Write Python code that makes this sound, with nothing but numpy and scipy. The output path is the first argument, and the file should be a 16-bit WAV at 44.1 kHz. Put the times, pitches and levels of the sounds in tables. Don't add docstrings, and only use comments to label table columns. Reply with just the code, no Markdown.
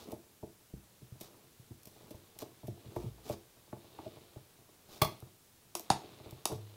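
import sys
import numpy as np
from scipy import signal
from scipy.fft import rfft, irfft, next_fast_len
from scipy.io import wavfile

SR = 44100
rng = np.random.default_rng(int(sys.argv[2]) if len(sys.argv) > 2 else 0)


def wrap_up_sound(samples):
    columns = np.atleast_2d(samples).T
    tamed = np.clip(columns, -1, 1)
    steps = np.round(tamed * 32767).astype(np.int16)
    wavfile.write(sys.argv[1], SR, steps)


N = 298108
TIME = np.arange(N) / SR
BLOW_TIME = np.arange(SR // 5) / SR

# (time [s], contact length [s], thump level [dB], board rap level [dB], upper cutoff of the rap [Hz])
KNOCK_EVENTS = [(0.074, 0.026, -65, -48, 513), (0.124, 0.011, -49, -43, 840),
                (0.427, .016, -47, -44.5, 770), (0.732, 0.0093, -41.5, -56, 456),
                (1.014, 0.025, -50, -60, 450), (1.118, 0.0023, -45, -80, 450),
                (1.208, 0.0086, -57, -51, 690), (1.593, 0.0039, -53, -82, 450),
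                (1.704, 0.016, -46, -52, 450), (1.869, .012, -55, -59, 1000),
                (1.961, .022, -61, -62.5, 1600), (2.035, 0.031, -57, -68, 1450),
                (2.107, .0096, -56, -49.5, 690), (2.143, .0075, -49, -58, 1100),
                (2.42, 0.01, -52, -44.5, 1440), (2.63, 0.026, -44.5, -51.5, 840),
                (2.68, 0.0043, -37.5, -42.5, 636), (2.855, 0.035, -45.5, -56, 504),
                (2.963, 0.0048, -40, -39.5, 1140), (3.034, 0.038, -38, -54, 654),
                (3.297, 0.006, -40, -39, 1110), (3.727, .0074, -46, -43.5, 1390),
                (3.988, 0.009, -55, -48, 1350), (4.06, 0.022, -50.5, -47.5, 730),
                (4.36, 0.0054, -46, -53, 780), (4.689, 0.0071, -81, -63, 1400),
                (5.222, 0.0081, -46, -54.5, 1080), (5.798, 0.0038, -70, -54, 1430),
                (6.039, 0.0029, -66, -54.5, 590), (6.259, 0.01, -51, -51.5, 1050),
                (6.324, 0.0053, -45.5, -54.5, 1020), (6.495, 0.026, -53, -44, 1040),
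                (6.516, 0.015, -38.5, -41, 1140)]
# (time [s], length [s], snap level [dB])
SPLINTER_EVENTS = [(0.117, 0.0063, -64.5), (1.209, 0.0092, -58), (1.832, 0.0021, -74),
                   (1.855, 0.0033, -67.5), (1.871, 0.0089, -67), (2.106, .013, -65), (2.388, 0.0045, -60.5),
                   (2.416, 0.013, -64), (2.669, .014, -65.5), (2.96, 0.014, -67), (3.291, 0.012, -61.5),
                   (5.203, .001, -75.5), (5.766, 0.012, -57), (5.796, 0.00062, -63.5), (5.808, .0014, -71),
                   (6.309, 0.0017, -70), (6.474, .001, -64), (6.519, 0.01, -64)]
# (time [s], length [s], level [dB])
NAIL_EVENTS = [(5.0162, .004, -30), (5.0187, .006, -26), (5.0305, .006, -36), (5.045, .007, -37.5)]
# (time [s], length [s], level [dB])
SNAP_EVENTS = [(5.7518, 0.0025, -38), (6.4545, 0.0036, -32)]
# (time [s], length [s], level [dB])
STRIKE_EVENTS = [(5.9016, .003, -23.2)]
# (time [s], frequency [Hz], amplitude before onset and decay [dB], t60 [s])
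LOW_NOTE_EVENTS = [(0.737, 62.3, -47, 0.28), (2.682, 103, -33, .13), (2.975, 57.4, -45.5, 0.99),
                   (2.966, 355, -40, 0.3), (3.052, 109.2, -36, 0.23), (3.297, 589, -28.5, 0.081),
                   (4.061, 638, -31.5, 0.072), (5.017, 152, -24, 0.14), (5.751, 347.5, -37, 0.14),
                   (6.515, 435, -38, 0.19), (6.548, 104.7, -41, 0.92)]
# (start [s], end [s], peak of the swell [dB])
SHOVE_STROKES = [(.045, .16, -49), (1.23, 1.46, -63.5), (1.93, 2.18, -63), (2.87, 3.12, -52.5),
                 (3.24, 3.36, -48.5), (4.87, 5.01, -60.5)]
# (start [s], end [s], peak of the swell [dB])
SCRAPE_STROKES = [(-.06, 0.075, -57.5), (1.191, 1.291, -57), (1.82, 2.17, -70.5), (2.385, 2.44, -51),
                  (2.882, 3.112, -64), (3.223, 3.364, -55), (3.309, 3.346, -55.5), (4.873, 5.01, -56),
                  (6.467, 6.595, -60)]
# (time [s], level [dB])
BED_LOUDNESS = [(0.0, -61), (0.21, -75), (0.69, -75), (1.24, -68.5), (1.75, -73.5), (1.98, -65.5),
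                (2.73, -68), (2.86, -63), (3.62, -70), (4.07, -58.5), (4.7, -73.5), (5.1, -59.5),
                (5.25, -66), (5.42, -81), (5.74, -71.5), (5.93, -55.5), (6.49, -63), (6.76, -62)]

# (frequency [Hz], bandwidth [Hz], relative level density [dB per Hz])
THUMP_MODES = [(52, 86, -59), (97.2, 3.7, 7), (112.6, 38, 14.5), (166, 74, -6)]
BOARD_MODES = [(236, 193, -0.74), (339, 41, 6), (446, 70, -7.5)]
CLACK_MODES = [(627, 113, 15.5), (730, 27, -16), (846, 22, 13), (1260, 750, -9), (2050, 1300, -2)]
SNAP_MODES = [(2290, 880, 0), (3650, 1500, 1), (5830, 1200, 0.5)]
FIZZ_MODES = [(7500, 3700, 0.5), (11100, 3200, -3), (13900, 2400, 4.5)]
NAIL_MODES = [(48, 40, -9), (122, 45, -1), (410, 90, -7), (638, 40, 1), (883, 45, -2), (990, 50, -7),
              (1145, 50, -1), (1280, 60, -11), (2220, 110, -14), (2750, 100, -21), (3280, 100, -12),
              (3490, 100, -11), (4090, 110, -15), (4390, 130, -12), (5410, 100, -19), (5700, 150, -20),
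              (6300, 500, -25), (8700, 80, -22), (9730, 100, -18), (10750, 160, -17), (11900, 100, -19),
              (13300, 200, -16), (14400, 400, -19), (15050, 200, -15)]
STRIP_MODES = [(119, 200, 0.5), (364, 77, 7.5), (680, 160, 8), (990, 186, 7.5), (1310, 290, -1),
               (2100, 280, -11), (2780, 1040, -4.5), (3840, 620, -0.5), (4840, 770, -0.5), (6200, 900, 2),
               (8000, 1300, -1), (10340, 1100, 1.5), (12700, 2700, -7), (14700, 910, -6)]
STRIKE_MODES = [(48, 50, -11), (110, 25, -1), (160, 40, -2), (315, 70, -6), (600, 80, -3), (775, 100, 4),
                (920, 110, 0), (1350, 200, -12), (2400, 700, -24), (3700, 700, -19), (4600, 900, -15),
                (5300, 900, -17), (6600, 1100, -21), (8200, 1000, -24), (9700, 800, -22)]
CRUMB_MODES = [(1100, 1800, 0.5), (4200, 8100, -4.5), (8700, 4600, -20)]

# (frequency [Hz], relative level density [dB per Hz])
BED_SPECTRUM = [(40, -47), (100, -2), (220, -13.5), (350, -6), (700, -13.5), (1200, -19.5), (1700, -24),
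                (4000, 12)]
GRIT_SPECTRUM = [(800, 4.5), (2000, -7.5), (4000, 0), (6000, -2), (9000, -10), (15000, -8)]
HISS_SPECTRUM = [(20, 8.8), (45, 7.4), (100, 18.2), (200, 14), (400, 10.2), (700, 6.5), (1300, 4),
                 (2500, 2.05), (6000, 2.4), (15000, 1.9)]
CRUNCH_SPECTRUM = [(60, -15), (240, -0.5), (400, 1), (800, -11), (1250, -13.5), (1600, -34), (2300, -21.5),
                   (4000, -29.5)]

# (frequency [Hz], t60 [s])
ROOM_DECAY = [(100, .26), (400, .27), (1000, .26), (4000, .28), (9000, .25), (15000, .22)]
# (frequency [Hz], echo level [dB])
ROOM_LEVEL = [(100, -8), (400, -6), (1000, -7.5), (4000, -6.5), (9000, -8), (15000, -9)]

HISS_DB = -63.5
BED_DB, BED_FOLLOWS = -68, 1.11
BED_LOW_HZ, BED_TOP_HZ = 35, 1700
CLACK_DB, THUMP_LAG_S = -3, 0.0033
REBOUND_S, REBOUND_DB, REBOUND_PITCH_SHARE = 0.038, -15.5, 0.81
NUDGES_PER_S, NUDGE_S, NUDGE_TOP_HZ = 5, 0.015, 1420
NUDGE_THUMP_DB, NUDGE_RAP_DB, NUDGE_SPREAD_DB, NUDGE_FOLLOWS = -62.5, -64.5, 1, 0.9
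FIZZ_DB, FIZZ_AT_S, FIZZ_DB_PER_DOUBLING = 8.5, 0.0038, -2
FIBRE_BEFORE_S, FIBRE_AFTER_S, FIBRE_S, FIBRE_DB = 0.011, 0.05, 0.0028, -18
KNOCK_ECHO_DB = -1.5
CUTOFF_HZ = 15700


def from_db(db):
    return 10 ** (np.asarray(db) / 20)


def rms_one(x):
    return x / np.sqrt(np.mean(x ** 2) + 1e-20)


def unit_energy(rows):
    return rows / np.linalg.norm(rows, axis=1, keepdims=True)


def at_hz(points, hz):
    freqs, values = np.transpose(points)
    return np.interp(np.log(np.maximum(hz, 1)), np.log(freqs), values)


def coloured(x, spectrum):
    size = next_fast_len(N)
    gain = from_db(at_hz(spectrum, np.fft.rfftfreq(size, 1 / SR)))
    return rms_one(irfft(rfft(x, size) * gain, size)[:N])


def band(x, low_hz, high_hz, order):
    edges = [max(low_hz, 10), min(high_hz, 0.45 * SR)]
    sos = signal.butter(order, edges, "band", fs=SR, output="sos")
    return signal.sosfilt(sos, x + 1e-18)


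def grains(count, per_s, spread_db):
    sizes = rng.standard_normal(count) * from_db(spread_db * rng.standard_normal(count))
    return sizes * (rng.random(count) < per_s / SR)


def strokes(rows):
    out = np.zeros(N)
    for start, end, db in rows:
        progress = np.clip((TIME - start) / (end - start), 0, 1)
        out += from_db(db) * np.sin(np.pi * progress)
    return out


def bed_loudness_db(times):
    s, db = np.transpose(BED_LOUDNESS)
    return np.interp(times, s, db - db.mean())


def contacts(lengths, roughness_db, punch):
    draws = rng.standard_normal((len(lengths), 2, len(BLOW_TIME)))
    age = BLOW_TIME / np.maximum(lengths, 5e-4)[:, None]
    envelope = age ** 0.66 * np.exp(-2.6 * age)
    slips = draws[:, 0] * from_db(roughness_db * draws[:, 1]) * envelope
    jolt = np.diff(age > 0.1, axis=1, prepend=False)
    return unit_energy(slips) + punch * jolt


def rung(force, level_db, modes, order):
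    rings = 0
    for k, (hz, width, db) in enumerate(modes):
        ring = unit_energy(band(force, hz - width / 2, hz + width / 2, order))
        rings = rings + (-1) ** k * from_db(db) * np.sqrt(width) * ring
    return from_db(level_db)[:, None] * unit_energy(rings) * np.sqrt(SR / 50)


def placed(sounds, times):
    out = np.zeros(N + 2 * len(BLOW_TIME))
    for s, sound in zip(times, sounds):
        start = int(s * SR)
        out[start:start + len(sound)] += sound
    return out[:N]


def background_hiss():
    return from_db(HISS_DB) * coloured(rng.standard_normal(N), HISS_SPECTRUM)


def rustling_bed():
    noise = coloured(grains(N, per_s=2000, spread_db=1.0), BED_SPECTRUM)
    rustle = rms_one(band(noise, BED_LOW_HZ, BED_TOP_HZ, order=4))
    return from_db(BED_DB + BED_FOLLOWS * bed_loudness_db(TIME)) * rustle


def scrapes():
    grit = grains(N, per_s=5000, spread_db=3.0)
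    return strokes(SCRAPE_STROKES) * coloured(grit, GRIT_SPECTRUM)


def shoves():
    crunch = coloured(grains(N, per_s=900, spread_db=2.0), CRUNCH_SPECTRUM)
    return strokes(SHOVE_STROKES) * crunch


def nudges():
    draws = rng.random((100, 2))
    times = (np.arange(len(draws)) + draws[:, 0]) / NUDGES_PER_S
    levels = NUDGE_SPREAD_DB * (2 * draws[:, 1] - 1) + NUDGE_FOLLOWS * bed_loudness_db(times)
    return [(s, NUDGE_S, NUDGE_THUMP_DB + db, NUDGE_RAP_DB + db, NUDGE_TOP_HZ)
            for s, db in zip(times, levels) if s < N / SR]


def knocks():
    rebounds = [(s + REBOUND_S, length, thump + REBOUND_DB, rap + REBOUND_DB, hz * REBOUND_PITCH_SHARE)
                for s, length, thump, rap, hz in KNOCK_EVENTS]
    s, length, thump_db, rap_db, top_hz = np.vstack([KNOCK_EVENTS, rebounds, nudges()]).T
    force = contacts(length, roughness_db=2.0, punch=0.44)
    low_pass = signal.butter(2, 260, fs=SR, output="sos")
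    thumps = signal.sosfilt(low_pass, rung(force, thump_db, THUMP_MODES, order=1))
    boards = rung(force, rap_db, BOARD_MODES, order=1)
    clacks = rung(force, rap_db + CLACK_DB, CLACK_MODES, order=1)
    raps = [band(rap, 161, hz, order=3) for rap, hz in zip(boards + clacks, top_hz)]
    return placed(thumps, s + THUMP_LAG_S) + placed(raps, s)


def splinters():
    delays = rng.uniform(-FIBRE_BEFORE_S, FIBRE_AFTER_S, (len(SPLINTER_EVENTS), 2))
    fibres = [(s + delay, FIBRE_S, db + FIBRE_DB)
              for (s, _, db), pair in zip(SPLINTER_EVENTS, delays) for delay in pair]
    s, length, snap_db = np.vstack([SPLINTER_EVENTS, fibres]).T
    fizz_db = snap_db + FIZZ_DB + FIZZ_DB_PER_DOUBLING * np.log2(length / FIZZ_AT_S)
    force = contacts(length, roughness_db=-1.5, punch=0.29)
    snap = rung(force, snap_db, SNAP_MODES, order=2)
    fizz = rung(force, fizz_db, FIZZ_MODES, order=2)
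    return placed(snap + fizz, s)


def low_notes():
    out = np.zeros(N)
    for s, hz, db, t60 in LOW_NOTE_EVENTS:
        age = np.maximum(TIME - s, 0)
        onset = 1 - np.exp(-age / 0.0043)
        out += from_db(db - 60 * age / t60) * onset * np.sin(2 * np.pi * hz * age)
    return out


def load_release(events, modes, punch, top_hz, crumble_db, crumble_s):
    s, length, level_db = np.transpose(events)
    force = contacts(length, roughness_db=1.0, punch=punch)
    ringing = rung(force, level_db, modes, order=1)
    debris = contacts(length + crumble_s, roughness_db=-2.5, punch=0)
    crumbling = rung(debris, level_db + crumble_db, CRUMB_MODES, order=1)
    return band(placed(ringing + crumbling, s), 11, top_hz, order=3)


def nail_pulls():
    return load_release(NAIL_EVENTS, NAIL_MODES, punch=0.67, top_hz=17900,
                        crumble_db=-12.5, crumble_s=0.0021)


def strip_snaps():
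    return load_release(SNAP_EVENTS, STRIP_MODES, punch=0.78, top_hz=18000,
                        crumble_db=-15.5, crumble_s=0.011)


def floor_strike():
    return load_release(STRIKE_EVENTS, STRIKE_MODES, punch=0.57, top_hz=12500,
                        crumble_db=-16.0, crumble_s=0.027)


def room(x, build_up_s):
    age = np.arange(SR // 2) / SR
    edges = np.geomspace(40, 18000, 14)
    response = 0
    for low, high in zip(edges, edges[1:]):
        hz = np.sqrt(low * high)
        tail = band(rng.standard_normal(len(age)), low, high, order=2)
        tail *= from_db(-60 * age / at_hz(ROOM_DECAY, hz)) * (1 - np.exp(-age / build_up_s))
        gain = from_db(at_hz(ROOM_LEVEL, hz)) * np.sqrt(2 * (high - low) / SR)
        response = response + gain * tail / np.linalg.norm(tail)
    return signal.fftconvolve(x, response)[:N]


def scene():
    dull = rustling_bed() + shoves() + knocks()
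    sharp = scrapes() + splinters() + nail_pulls() + strip_snaps() + floor_strike()
    echo = room(sharp + from_db(KNOCK_ECHO_DB) * dull, build_up_s=0.00097)
    return (sharp + dull + low_notes() + echo + background_hiss())[None]


def record(dry):
    sos = signal.ellip(10, 0.1, 80, CUTOFF_HZ, fs=SR, output="sos")
    return signal.sosfilt(sos, dry)


dry = scene()
out = record(dry)
wrap_up_sound(out)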